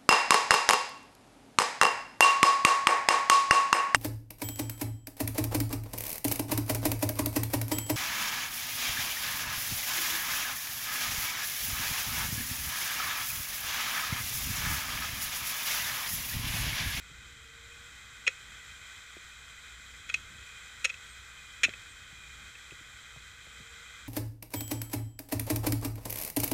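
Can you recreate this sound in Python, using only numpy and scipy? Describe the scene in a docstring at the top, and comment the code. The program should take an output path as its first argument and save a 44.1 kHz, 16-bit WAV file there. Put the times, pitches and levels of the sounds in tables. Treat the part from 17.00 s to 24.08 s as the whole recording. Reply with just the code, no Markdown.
"""A steady, airy whir: an opened, faulty hard drive spins on a counter, close to a hand-held phone.
Air dragged by the platters stirs the chassis, over the low rumble of a quiet room. The spindle hums
and twice pulls back up to speed, and handling the phone adds soft, low knocks and thuds. The head arm
hits its stops in short, rattling clacks that ring through the case, and its coil whines faintly."""
import sys
import numpy as np
from scipy import signal
from scipy.fft import rfft, irfft
from scipy.io import wavfile
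from scipy.ndimage import uniform_filter1d, minimum_filter1d

SR = 44100
rng = np.random.default_rng(int(sys.argv[2]) if len(sys.argv) > 2 else 0)


def master_out(mix):
    """Clip the mix to full scale and print it as 16-bit PCM to the path in sys.argv[1]."""
    frames = np.transpose(np.atleast_2d(mix))
    ceiling = np.clip(frames, -1, 1)
    pcm = np.round(ceiling * 32767).astype(np.int16)
    wavfile.write(sys.argv[1], SR, pcm)


N = 312228
TIME = np.arange(N) / SR
SPINDLE_HZ = 479  # motor tone at full speed, four cycles to a turn


def undb(db):
    """Decibels to gain."""
    return 10 ** (np.asarray(db) / 20)


def unit(x):
    """Scale to rms 1."""
    return x / np.sqrt(np.mean(x ** 2))


def fade(t, t60):
    """Exponential decay, 60 dB down at t60."""
    return np.exp(-np.log(1000) * t / t60)


def colour(points, hz):
    """Gain of an EQ curve of (freq_hz, level_db) points at the given frequencies."""
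    freq_hz, level_db = np.transpose(points)
    return undb(np.interp(np.log(hz + 1), np.log(freq_hz), level_db))


def resonance(hz, centre_hz, width_hz):
    """Complex response of one band-pass resonance."""
    return 1j * hz * width_hz / (centre_hz ** 2 - hz ** 2 + 1j * hz * width_hz)


def shape(x, response):
    """Filter a sound by a function of frequency."""
    return irfft(rfft(x) * response(np.fft.rfftfreq(len(x), 1 / SR)), len(x))


def minimum_phase(points, size=512):
    """Tightest impulse response with the given EQ curve."""
    cepstrum = irfft(np.log(colour(points, np.fft.rfftfreq(size, 1 / SR))))
    cepstrum[1:size // 2] *= 2
    cepstrum[size // 2 + 1:] = 0
    return irfft(np.exp(rfft(cepstrum)))


def lift(x, db, edges_hz, kind, order=3):
    """Boost or cut one band by db."""
    band = signal.butter(order, edges_hz, kind, fs=SR, output="sos")
    return x + (undb(db) - 1) * signal.sosfiltfilt(band, x, padtype=None)


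def walk(rate_hz):
    """Smooth random drift of rms 1."""
    hold = int(SR / rate_hz)
    steps = np.repeat(rng.standard_normal(N // hold + 1), hold)
    return unit(uniform_filter1d(uniform_filter1d(steps, hold), hold)[:N])


def swell(start_s, end_s, edge_s):
    """On between two times, with soft edges."""
    return np.clip(np.minimum(TIME - start_s, end_s - TIME) / edge_s, 0, 1)


def add(out, start_s, sound):
    """Mix a sound in at start_s."""
    i = int(start_s * SR)
    out[i:i + len(sound)] += sound[:N - i]


def whir(flutter_db=.5, drift_db=0.73, pulse_depth=0.043):
    """Turbulence over the platters excites the chassis, pulsing a little with each turn."""
    # chassis and platter resonances stirred by the air: centre_hz, width_hz, gain_db
    bands = [(821, 63, -14.5), (1294, 515, -6.5), (1510, 284, 0), (2010, 353, 0), (2402, 127, -0.5),
             (2510, 76, 1.5), (3147, 160, -1), (3318, 310, -4), (3773, 470, -6.5), (4016, 170, -8),
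             (6300, 770, -17.5), (7330, 860, -9.5), (7920, 410, -14)]
    # smooth rush of air under them: freq_hz, gain_db
    air_eq = [(200, -23.5), (400, -20), (700, -19.5), (1100, -30), (2800, -17.5), (4800, -17), (6500, -16),
              (8600, -20), (10200, -27.5), (12000, -29.5), (15500, -31)]
    # fader curve of the whir: time_s, level_db
    fader = [(0.0, -50), (1.0, -49.5), (2.81, -49.5), (5.38, -50), (6.38, -51), (7.05, -49.5)]

    def response(hz):
        ring_power = sum((undb(db) * abs(resonance(hz, centre_hz, width_hz)) ** 2) ** 2
                         for centre_hz, width_hz, db in bands)
        return np.sqrt(ring_power + colour(air_eq, hz) ** 2)
    flow_db = np.interp(TIME, *np.transpose(fader)) + flutter_db * walk(25) + drift_db * walk(1.2)
    turn_hz = SPINDLE_HZ / 4
    pulsing = 1 + pulse_depth * np.sin(2 * np.pi * turn_hz * TIME)
    return undb(flow_db) * pulsing * unit(shape(rng.standard_normal(N), response))


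def rumble(trim_db=-1, surge_db=1.17, hum_db=-65, mains_hz=60.2):
    """Low, uneven room tone with a steady mains hum."""
    # tone of the room: freq_hz, gain_db
    room_eq = [(20, -11), (40, -7.5), (60, 2.5), (85, -1), (120, -6), (180, -12.5), (280, -18.5),
               (500, -24.5), (1500, -57)]
    # fader curve of the rumble, ahead of the trim: time_s, level_db
    fader = [(0.1, -58), (1.37, -60), (1.48, -53.5), (1.52, -58), (2.18, -63), (3.44, -54.5), (3.46, -62),
             (5.4, -57), (5.61, -62.5), (6.21, -58.5), (6.98, -62), (7.0, -56.5)]
    noise = unit(shape(rng.standard_normal(N), lambda hz: colour(room_eq, hz)))
    level_db = np.interp(TIME, *np.transpose(fader)) + trim_db + surge_db * walk(8.2)
    hum = np.sqrt(2) * np.sin(2 * np.pi * mains_hz * TIME)
    return undb(level_db) * noise + undb(hum_db) * hum


def spindle(steady_db=-78, waver_db=1.0):
    """A weak motor tone, and a stronger one that climbs while the motor pulls back up to speed."""
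    # the spindle regaining speed: start_s, end_s, from_hz, level_db
    spin_ups = [(0.322, 0.954, 443, -69), (6.423, 7.006, 446, -69.5)]
    out = undb(steady_db - waver_db * walk(25)) * np.sin(2 * np.pi * SPINDLE_HZ * TIME)
    for start_s, end_s, from_hz, level_db in spin_ups:
        pitch_hz = np.interp(TIME, [start_s, end_s], [from_hz, SPINDLE_HZ + 3])
        glide = np.sin(2 * np.pi * np.cumsum(pitch_hz) / SR)
        out += undb(level_db) * swell(start_s, end_s, edge_s=0.19) * glide
    return np.sqrt(2) * out


def handling(knock_t60=0.028, thud_t60=0.073, thud_hz=130, size=8192):
    """Handling the phone makes dull, heavily damped knocks, each with a longer thud beneath."""
    # soft, low knocks and thuds from handling the phone: start_s, knock_db, knock_hz, thud_db
    cues = [(.097, -64, 300, -53), (2.166, -48.5, 335, -63), (4.655, -47.5, 283.1, -50),
            (4.682, -43, 433, -46), (5.125, -65, 300, -55), (5.720, -51.5, 350, -52),
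            (5.808, -60, 330, -60), (6.161, -54.5, 600, -49), (6.469, -55.5, 460, -62),
            (6.598, -61, 400, -51.5)]
    out, t = np.zeros(N), np.arange(size) / SR
    for start_s, knock_db, knock_hz, thud_db in cues:
        for level_db, pitch_hz, t60 in (knock_db, knock_hz, knock_t60), (thud_db, thud_hz, thud_t60):
            push = rng.standard_normal(size) * fade(t, t60)
            body = shape(push, lambda hz: resonance(hz, pitch_hz, width_hz=pitch_hz) ** 3)
            peak_rms = np.sqrt(uniform_filter1d(body ** 2, 220).max())  # loudest 5 ms
            add(out, start_s, undb(level_db) * body / peak_rms)
    return out


def chatter(length_s, swell_db, spacing_s=.003, jitter_s=.0002, scatter_db=3.1, soften_db_per_s=550):
    """Uneven contacts of one clack (delay_s, level_db, treble_db), duller as the arm presses home."""
    delay_s = np.linspace(0, length_s, 1 + round(length_s / spacing_s))
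    from_middle_s = delay_s - delay_s.mean()
    level_db = swell_db * from_middle_s / max(length_s, spacing_s)
    contacts = np.transpose([delay_s, level_db, -soften_db_per_s * from_middle_s])
    return contacts + rng.standard_normal(contacts.shape) * [jitter_s, scatter_db, 0]


def strike(t, crack_db=-2, crack_t60=0.012, low_cut_hz=1220, detune=.003, scatter_db=2.5):
    """One contact: the modes ring in shares that vary with the spot hit, over a short crack."""
    # ringing modes of the arm and case: pitch_hz, t60_s, gain_db
    modes = [(425, .06, -33), (520, .055, -28), (1335, .03, -19), (1420, .035, -17), (1852, .03, -13),
             (2026, .03, -15), (2395, .018, -12), (2531, .027, 0), (2740, .016, -11), (3100, .028, -14),
             (3320, .03, -10), (3565, .022, -17), (4038, .028, -16), (5250, .02, -21), (5554, .02, -18),
             (5840, .02, -22), (6416, .02, -19), (6668, .02, -18), (6872, .02, -16), (7940, .016, -28),
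             (8490, .016, -27)]
    # crowded, quickly damped modes that give the crack: freq_hz, gain_db
    crack_eq = [(100, -22.5), (600, -42), (1050, -24), (1420, -11), (2100, 3.5), (2600, 6.5), (3400, -8.5),
                (4600, -11.5), (5600, -20.5), (6900, -11), (7400, -18), (9000, -21), (11200, -31),
                (15000, -47)]
    pitch_hz, t60_s, gain_db = np.transpose(modes)[:, :, None]
    share, shift, phase = rng.standard_normal((3, len(modes), 1))
    pitch_hz = pitch_hz * (1 + detune * shift)
    gain_db = gain_db + scatter_db * share
    partials = undb(gain_db) * fade(t, t60_s) * np.sin(2 * np.pi * (pitch_hz * t + phase))
    # the small arm radiates no bass; only the case's slow modes sound down there
    high = pitch_hz[:, 0] > 1000
    low_cut = signal.butter(4, low_cut_hz, "high", fs=SR, output="sos")
    ring = signal.sosfilt(low_cut, partials[high].sum(axis=0)) + partials[~high].sum(axis=0)
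    burst = rng.standard_normal(len(t)) * fade(t, crack_t60)
    crack = signal.fftconvolve(burst, minimum_phase(crack_eq))[:len(t)]
    return unit(ring) + undb(crack_db) * unit(crack)


def arm(hard_hz=4600, weight_hz=(1330, 1950), ring_hz=(2360, 2600), build_s=0.00094, size=4096):
    """The arm chatters against its stop; harder contacts are brighter, heavier ones stir the case more."""
    # the arm hitting a stop: start_s, chatter_s, level_db, swell_db (across the chatter),
    # hard_db (treble boost), weight_db (case boost), ring_db (boost of the arm's main mode)
    clacks = [(1.2660, .0066, -29, 4, 0.5, -3, 5.5), (1.2767, 0.0015, -25, -1, -2, -1, -0.5),
              (3.0918, 0.0063, -37, 3, 1.5, 4.5, 5.5), (3.1406, 0.0019, -28.5, 7, 5.5, 1.5, 7),
              (3.843, 0.01, -26, 0.5, 6, 2, 0), (3.8935, .0075, -37, 2, 2, -2, 6.5),
              (3.9413, 0.0013, -50, 0, 5, 2, -4), (4.6331, .0190, -21.3, 1.5, 3.5, 3.5, 1.5),
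              (4.6920, 0, -47, 0, -7, -5, -1), (4.736, 0, -46, 1, -7, 1, 4),
              (5.552, 0.0024, -52.5, 2, -3, 4, 2), (5.708, 0.0015, -53.5, -2, -2, 0, 2)]
    out, t = np.zeros(N), np.arange(size) / SR
    lead_s, span_s = .01, .03
    attack = 1 - np.exp(-(t / build_s) ** 2)  # the ring builds as the blow spreads through the case
    for start_s, chatter_s, level_db, swell_db, hard_db, weight_db, ring_db in clacks:
        clack = np.zeros(2 * size)
        for delay_s, contact_db, treble_db in chatter(chatter_s, swell_db):
            hit = strike(t) * attack
            hit /= np.sqrt(np.mean(hit[:176] ** 2))  # levelled on its first 4 ms
            hit = lift(hit, hard_db + treble_db, hard_hz, "high")
            add(clack, lead_s + delay_s, undb(contact_db) * hit)
        clack = lift(clack, weight_db, weight_hz, "band")
        clack = lift(clack, ring_db, ring_hz, "band", order=1)
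        span_rms = np.sqrt(np.sum(clack ** 2) / (span_s * SR))
        add(out, start_s - lead_s, undb(level_db) * clack / span_rms)
    return out


def room(x, early_db=-17, early_t60=0.096, late_db=-25, late_t60=0.22, predelay_s=0.00354, size=16384):
    """Quick reflections off the counter and a faint tail from the walls."""
    t = np.arange(size) / SR
    early, late = (unit(rng.standard_normal(size) * fade(t, t60) * (t > predelay_s))
                   for t60 in (early_t60, late_t60))
    impulse = (undb(early_db) * early + undb(late_db) * late) / np.sqrt(size)
    return signal.fftconvolve(x, impulse)[:N]


def coil(waver_hz=2.5):
    """Thin whines from the arm's coil while the servo hunts for a track."""
    # servo whines: start_s, end_s, pitch_hz, level_db
    whines = [(3.436, 3.588, 2440, -59.5), (4.085, 4.148, 8340, -61), (4.37, 4.616, 2437, -59.5),
              (4.885, 4.935, 8320, -63), (5.11, 5.44, 2426, -58)]
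    phase_drift = waver_hz * np.cumsum(walk(30.64)) / SR
    out = np.zeros(N)
    for start_s, end_s, pitch_hz, level_db in whines:
        tone = np.sin(2 * np.pi * (pitch_hz * TIME + phase_drift))
        out += undb(level_db) * swell(start_s, end_s, edge_s=0.01) * tone
    return np.sqrt(2) * out


def scene():
    """The drive and its room in mono, with reverb on the clacks alone."""
    bed = whir() + rumble() + spindle() + handling()
    clacks = arm()
    return (bed + clacks + room(clacks) + coil())[None]


def record(dry, ceiling_db=-10, top_hz=15350, window=132):
    """The phone ducks smoothly around the loudest peaks and rolls off the top."""
    needed_gain = np.minimum(1, undb(ceiling_db) / (np.abs(dry) + 1e-9))
    limiter_gain = uniform_filter1d(minimum_filter1d(needed_gain, window), window)
    low_pass = signal.ellip(10, .2, 70, top_hz, fs=SR, output="sos")
    return signal.sosfilt(low_pass, dry * limiter_gain)


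dry = scene()
out = record(dry)
master_out(out)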